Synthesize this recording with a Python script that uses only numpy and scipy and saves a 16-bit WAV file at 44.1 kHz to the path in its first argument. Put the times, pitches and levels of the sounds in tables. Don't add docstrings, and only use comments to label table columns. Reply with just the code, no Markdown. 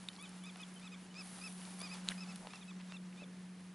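import sys
import numpy as np
from scipy import signal
from scipy.fft import rfft, irfft
from scipy.io import wavfile
from scipy.ndimage import uniform_filter1d

SR = 44100
rng = np.random.default_rng(int(sys.argv[2]) if len(sys.argv) > 2 else 0)


def convert_level_to_amplitude(level_db):
    exponent = np.asarray(level_db, float) / 20
    return 10 ** exponent


def output_pcm(signal):
    pcm = np.clip(np.atleast_2d(signal).T, -1, 1) * 32767
    wavfile.write(sys.argv[1], SR, np.round(pcm).astype(np.int16))


N = 164934

# (start [s], length [s], top pitch [Hz], level [dB], beak opening [-0.5 to 1, below 0
TERN_NOTES = [(.225, 0.04, 1273, -53.5, 0), (.463, 0.044, 1277, -54, 0.45), (.597, 0.045, 1280, -53.5, 0.4),
              (.843, 0.041, 1303, -55, 0.2), (.918, 0.034, 1260, -54, 0.4), (1.179, 0.048, 1312, -51, 0.97),
              (1.437, 0.051, 1317, -48.5, 0.94), (1.828, 0.055, 1250, -49.5, 0.94),
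              (1.913, 0.041, 1273, -49.5, 0.9), (2.206, .043, 1312, -51.5, 1),
              (2.287, 0.041, 1310, -56, 0.88), (2.532, 0.045, 1355, -55.5, 0.5),
              (2.612, 0.027, 1240, -61.5, -.45), (2.68, 0.036, 1302, -55, 0),
              (2.931, 0.045, 1356, -55.5, 0.2), (3.204, 0.043, 1317, -57, 0.1)]
# (start [s], length [s],
# end pitch [Hz], level [dB], beak opening [0-1])
TERN_LEADS = [(.188, 0.043, 1211, -52.5, 0.46), (.436, 0.031, 1216, -53.5, 0.34),
              (.815, 0.03, 1255, -57, 0.36), (1.151, 0.031, 1268, -51.5, 0.8),
              (1.412, 0.026, 1262, -49.5, 0.76), (1.8, 0.031, 1208, -51, 0.83), (1.89, 0.027, 1210, -54, 1),
              (2.178, 0.0278, 1294, -54, 0.95), (2.503, 0.028, 1280, -58.5, 0.3),
              (2.897, 0.025, 1260, -58, 0), (3.172, 0.039, 1285, -60, 0.2), (.951, 0.01, 1210, -52, 0)]
# (frequency [Hz], level with beak shut [dB], level with beak open [dB])
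THROAT = [(1250, -11, -10), (2250, -7, -9), (2550, 0, 0), (3450, 2, -9), (3850, -9, -22), (4600, -23, -2),
          (5200, -16, 0), (6200, -17, -22)]
# (start [s], length [s], pitch [Hz], level [dB])
PIPES = [
    (0.088, 0.04, 3060, -63),
    (0.247, 0.04, 3080, -60),
    (.36, .045, 2830, -68),
    (0.418, .036, 3040, -62.5),
    (0.592, .031, 3010, -61),
    (0.756, 0.033, 3060, -60),
    (.92, .03, 3020, -67),
    (1.097, 0.03, 2980, -63),
    (1.618, .032, 2940, -66),
]
# (multiple of the shaft turn [1], level [dB], wander [dB])
MOTOR_ORDERS = [(10, -67.5, 2.4), (11, -47.5, 1.5), (12, -68, 8.8), (13, -67, 3.7), (22, -76, 3.2)]
# (time [s], level [dB])
MOTOR_LOAD = [(.15, -4.5), (.5, -1), (.75, -4), (1.9, -0.5), (2.36, 0.5), (2.56, -8), (2.75, 0),
              (3.5, -1.5), (3.74, -6)]
# (frequency [Hz], density [dB per Hz])
WIND_COLOUR = [(25, -15), (110, -2.5), (185, 8), (300, 3), (820, -11), (1900, -7.5), (5000, -20),
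               (11000, -34.5)]
# (frequency [Hz], density [dB per Hz])
RUB_COLOUR = [(250, -7), (800, 7.5), (2000, 2), (4500, 0), (8000, -4), (11000, -13)]
# (time [s], level [dB])
RUB_PRESSURE = [(0, -63.5), (.65, -61.5), (1.1, -64.5), (1.2, -58.5), (1.3, -59), (1.7, -60.5), (1.82, -57),
                (2.0, -57.5), (2.12, -58.5), (2.5, -59), (2.65, -61), (3.0, -65), (3.74, -66)]
# (frequency [Hz], density [dB per Hz])
CLOTH_COLOUR = [(7200, -15), (8300, -13), (9200, -5), (11000, -4.5)]
# (time [s], level [dB])
CLOTH_SPEED = [(0, -60.5), (0.802, -61.5), (1.17, -64.5), (1.24, -52), (1.5, -49), (1.62, -54), (1.82, -53),
               (2.03, -59), (2.11, -49), (2.2, -59.5), (2.4, -58), (2.65, -62.5), (3.0, -65.5)]
# (start [s], peak [dB], rise [s])
SNAPS = [
    (0.0862, -25.5, 0.00042),
    (2.0866, -11.5, 0.00095),
]
# (frequency [Hz], level [dB], t60 [s])
SNAP_MODES = [
    [(3700, 0, 0.01), (4290, -14, 0.02), (2700, 0.5, 0.004), (4960, -4.5, 0.0031), (7770, -5.5, 0.0022),
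     (10500, -7, 0.0029)],
    [(3930, 2.5, 0.0049), (3190, 8.5, 0.0025), (1700, -23, 0.0079), (10700, -20, .004), (5330, -17, 0.0048),
     (6740, -16, 0.011), (7800, -17, 0.0068), (8950, -19.5, 0.01)],
]
# (start [s], peak [dB], frequency [Hz])
TICKS = [(0.212, -46, 9700), (0.2253, -37, 11100), (0.2921, -47, 10600), (0.438, -46.5, 10100),
         (0.57, -48, 10700), (0.6155, -47, 10700), (0.7406, -47.5, 10500), (0.754, -49, 10800),
         (0.7977, -53, 10000), (1.5244, -44.5, 9700), (1.7388, -46, 10700), (1.7918, -40, 10300),
         (1.8028, -41, 9500), (1.8165, -36.5, 10500), (1.94, -44, 10100), (.4569, -51, 9250),
         (.605, -52, 9200), (2.5566, -51, 10400), (2.3588, -40.5, 10300)]
# (start [s], peak [dB], frequency [Hz])
CLICKS = [(0.1317, -61.5, 3000), (.154, -61, 4500), (0.5585, -56, 2700), (1.6165, -58.5, 2920),
          (1.6526, -55.5, 4130), (1.8147, -50.5, 4130), (2.0812, -53.5, 3320), (2.098, -54, 3200),
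          (2.3588, -53.5, 3960), (1.143, -59, 3600), (.2927, -61, 5500), (.796, -63, 3170),
          (2.471, -53, 2840), (2.535, -54.5, 3360), (2.9216, -53, 2970)]
# (start [s], peak [dB], frequency [Hz])
KNOCKS = [
    (0.558, -48, 820),
    (1.815, -45, 653),
    (2.469, -40.5, 764),
    (2.535, -41.5, 1310),
    (2.921, -46, 1110),
]
# (start [s], peak [dB], frequency [Hz])
PINGS = [(.1635, -44, 4170), (.182, -49.5, 990), (.264, -55, 4200), (2.1005, -46, 1450), (2.103, -39, 3520),
         (2.1055, -46, 9450), (2.1088, -33, 9700), (2.1092, -38, 2800), (2.1125, -39, 1990),
         (2.1172, -35.5, 1840), (2.1187, -39, 2830), (2.1237, -44, 1800), (2.395, -56, 530),
         (2.425, -54, 627), (2.449, -48, 860), (2.538, -55, 1210), (2.5566, -52, 6400), (2.558, -45, 4900),
         (2.712, -50, 1200), (3.126, -50, 2350), (3.2205, -48, 587), (3.227, -55, 463)]
# (start [s], length [s], level [dB], first pitch [Hz], last pitch [Hz])
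SCUFFLES = [
    (2.069, 0.041, -51, 1230, 990),
    (2.404, 0.057, -61, 800, 715),
    (2.798, 0.018, -52.5, 2980, 2550),
]


def walk(rate):
    hold = int(SR / rate)
    steps = np.repeat(rng.standard_normal(N // hold + 1), hold)
    return 1.24 * uniform_filter1d(uniform_filter1d(steps, hold), hold)[:N]


def curve(points):
    s, db = np.array(points).T
    return np.interp(np.arange(N) / SR, s, db)


def colour(x, points):
    hz, db = np.array(points).T
    gain = convert_level_to_amplitude(np.interp(np.log(np.fft.rfftfreq(N, 1 / SR) + 1), np.log(hz), db))
    y = irfft(rfft(x) * gain, N)
    return y / y.std()


def add(out, start, x):
    i = int(start * SR)
    out[i:i + len(x)] += x[:N - i]


def swell(t, length, attack, release):
    ramp = np.minimum(t / attack, (length - t) / release)
    return np.sin(np.pi / 2 * np.clip(ramp, 0, 1)) ** 2


def ring(hz, db, t60, rise=0.00006):
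    t = np.arange(int(.06 * SR)) / SR
    return convert_level_to_amplitude(db - 60 * t / t60) * np.sin(2 * np.pi * hz * t) * np.minimum(t / rise, 1) ** 2


def taps(rows, cycles, spread, gain_db):
    out = np.zeros(N)
    for start, db, hz in rows:
        steps = np.arange(5) - 2 + 0.5 * (rng.random(5) - .5)
        for k, step in enumerate(steps):
            mode = ring(hz * (1 + spread) ** step, db + gain_db - 2.7 * abs(step), cycles / hz)
            add(out, start, mode * (-1) ** k)
    return out


def motor():
    shaft_hz = 16.585
    t = np.arange(N) / SR
    hum = np.zeros(N)
    for order, db, wander_db in MOTOR_ORDERS:
        level = convert_level_to_amplitude(db + wander_db * walk(8))
        drift = 0.22 * wander_db * walk(5.25)
        hum += level * np.sin(2 * np.pi * round(order) * shaft_hz * t + drift)
    return hum * convert_level_to_amplitude(curve(MOTOR_LOAD))


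def wind():
    return colour(rng.standard_normal(N), WIND_COLOUR) * convert_level_to_amplitude(-62 + 0.53 * walk(5.0))


def friction(spectrum, effort):
    grains_per_s, scatter_db, grain_share, flicker_db = 1200, 2.8, .5, 1.4
    hits = rng.random(N) < grains_per_s / SR
    sizes = convert_level_to_amplitude(scatter_db * np.minimum(rng.exponential(size=N), 4))
    grains = hits * sizes * rng.standard_normal(N)
    rough = grain_share * grains / grains.std() + rng.standard_normal(N)
    return colour(rough, spectrum) * convert_level_to_amplitude(curve(effort) + flicker_db * walk(25.49))


def hiss(cloth_db):
    fingers = friction(RUB_COLOUR, RUB_PRESSURE)
    cloth = friction(CLOTH_COLOUR, CLOTH_SPEED)
    return wind() + fingers + convert_level_to_amplitude(cloth_db) * cloth


def snaps():
    out = np.zeros(N)
    for (start, db, rise), modes in zip(SNAPS, SNAP_MODES):
        for hz, mode_db, t60 in modes:
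            add(out, start, ring(hz, db + mode_db, t60, rise))
    return out


def wader():
    sag, waver_share, flutter_db = .012, .008, 2.5
    out, waver, flutter = np.zeros(N), walk(200), walk(150)
    for start, length, hz, db in PIPES:
        t = np.arange(int(length * SR)) / SR
        span = slice(int(start * SR), int(start * SR) + len(t))
        pitch = hz * (1 + sag * (.5 - t / length) + waver_share * waver[span])
        level = convert_level_to_amplitude(db + flutter_db * flutter[span]) * swell(t, length, .005, .008)
        add(out, start, level * np.sin(2 * np.pi * np.cumsum(pitch) / SR))
    return out


def hand():
    clicks = taps(CLICKS, cycles=20, spread=.3, gain_db=12.0)
    pings = taps(PINGS, cycles=22, spread=.055, gain_db=7.5)
    ticks = taps(TICKS, cycles=45, spread=.06, gain_db=5.0)
    knocks = taps(KNOCKS, cycles=21.6, spread=0.293, gain_db=-2.5)
    return clicks + pings + ticks + knocks


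def lead_pitch(t, length, end_hz):
    rise_hz_per_s = 3000
    return end_hz - rise_hz_per_s * (length - t)


def note_pitch(u, top_hz):
    top_at, rise, sag, sag_power = 0.33, 0.04, 0.165, 2.4
    climb = rise * np.clip(1 - u / top_at, 0, 1) ** 2
    fall = sag * (np.clip(u - top_at, 0, 2) / (1 - top_at)) ** sag_power
    return top_hz * (1 - climb - fall)


def beak_closing(u, beak):
    close_at, share = .6, 1.6
    return share * max(beak * (1.15 - beak), 0) * np.clip((u - close_at) / (1 - close_at), 0, 1)


def terns():
    edge_s, waver_share, flutter_db = .005, .005, 1.4
    out, waver = np.zeros(N), walk(300)
    flutter = np.array([walk(160) for _ in range(6)])
    throat_hz, shut_db, open_db = np.array(THROAT).T
    k = np.arange(1, 7)[:, None]
    for rows, is_lead in ((TERN_NOTES, False), (TERN_LEADS, True)):
        for start, length, hz, db, beak in rows:
            t = np.arange(int((length + (-.002 if is_lead else .002)) * SR)) / SR
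            u = t / length
            span = slice(int(start * SR), int(start * SR) + len(t))
            pitch = lead_pitch(t, length, hz) if is_lead else note_pitch(u, hz)
            pitch = pitch * (1 + waver_share * waver[span])
            opening = np.clip(beak, -.5, 1) - (0 if is_lead else beak_closing(u, beak))
            throat_db = np.interp(k * pitch, throat_hz, shut_db)
            throat_db = throat_db + opening * np.interp(k * pitch, throat_hz, open_db - shut_db)
            gain = convert_level_to_amplitude(throat_db + flutter_db * np.sqrt(k) * flutter[:, span])
            phase = 2 * np.pi * np.cumsum(pitch) / SR
            voice = (gain * np.sin(k * (phase + k))).sum(axis=0)
            add(out, start - edge_s / 2, voice * swell(t, t[-1], edge_s, edge_s) * convert_level_to_amplitude(db))
    return out


def scuffles():
    taps_per_s = 700
    rows = []
    for start, length, db, first_hz, last_hz in SCUFFLES:
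        for u, size, tone in rng.random((int(length * taps_per_s), 3)):
            hz = first_hz + u * (last_hz - first_hz)
            rows.append((start + u * length, db + 5 * (2 * size - 1), hz * 1.38 ** (2 * tone - 1)))
    return taps(rows, cycles=8.7, spread=0.22, gain_db=5.5)


def scene():
    side_db, cloth_side_db, treble_left_db, middle_right_db = -10.5, -3, 1.4, 1.0
    mid = motor() + hiss(0) + snaps() + wader() + hand() + terns() + scuffles()
    apart = signal.lfilter(*signal.butter(1, 600, "high", fs=SR), hiss(cloth_side_db))
    treble = signal.lfilter(*signal.butter(2, 7000, "high", fs=SR), mid)
    middle = signal.lfilter(*signal.butter(2, (400, 2200), "band", fs=SR), mid)
    lean = (convert_level_to_amplitude(treble_left_db / 2) - 1) * treble - (convert_level_to_amplitude(middle_right_db / 2) - 1) * middle
    side = convert_level_to_amplitude(side_db) * apart + lean
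    return np.array([mid + side, mid - side])


def low_pass(x):
    return signal.sosfilt(signal.butter(12, 12370, fs=SR, output="sos"), x)


def record(dry):
    cut = signal.ellip(9, .2, 40, 11030, fs=SR, output="sos")
    return low_pass(signal.sosfilt(cut, dry))


dry = scene()
out = record(dry)
output_pcm(out)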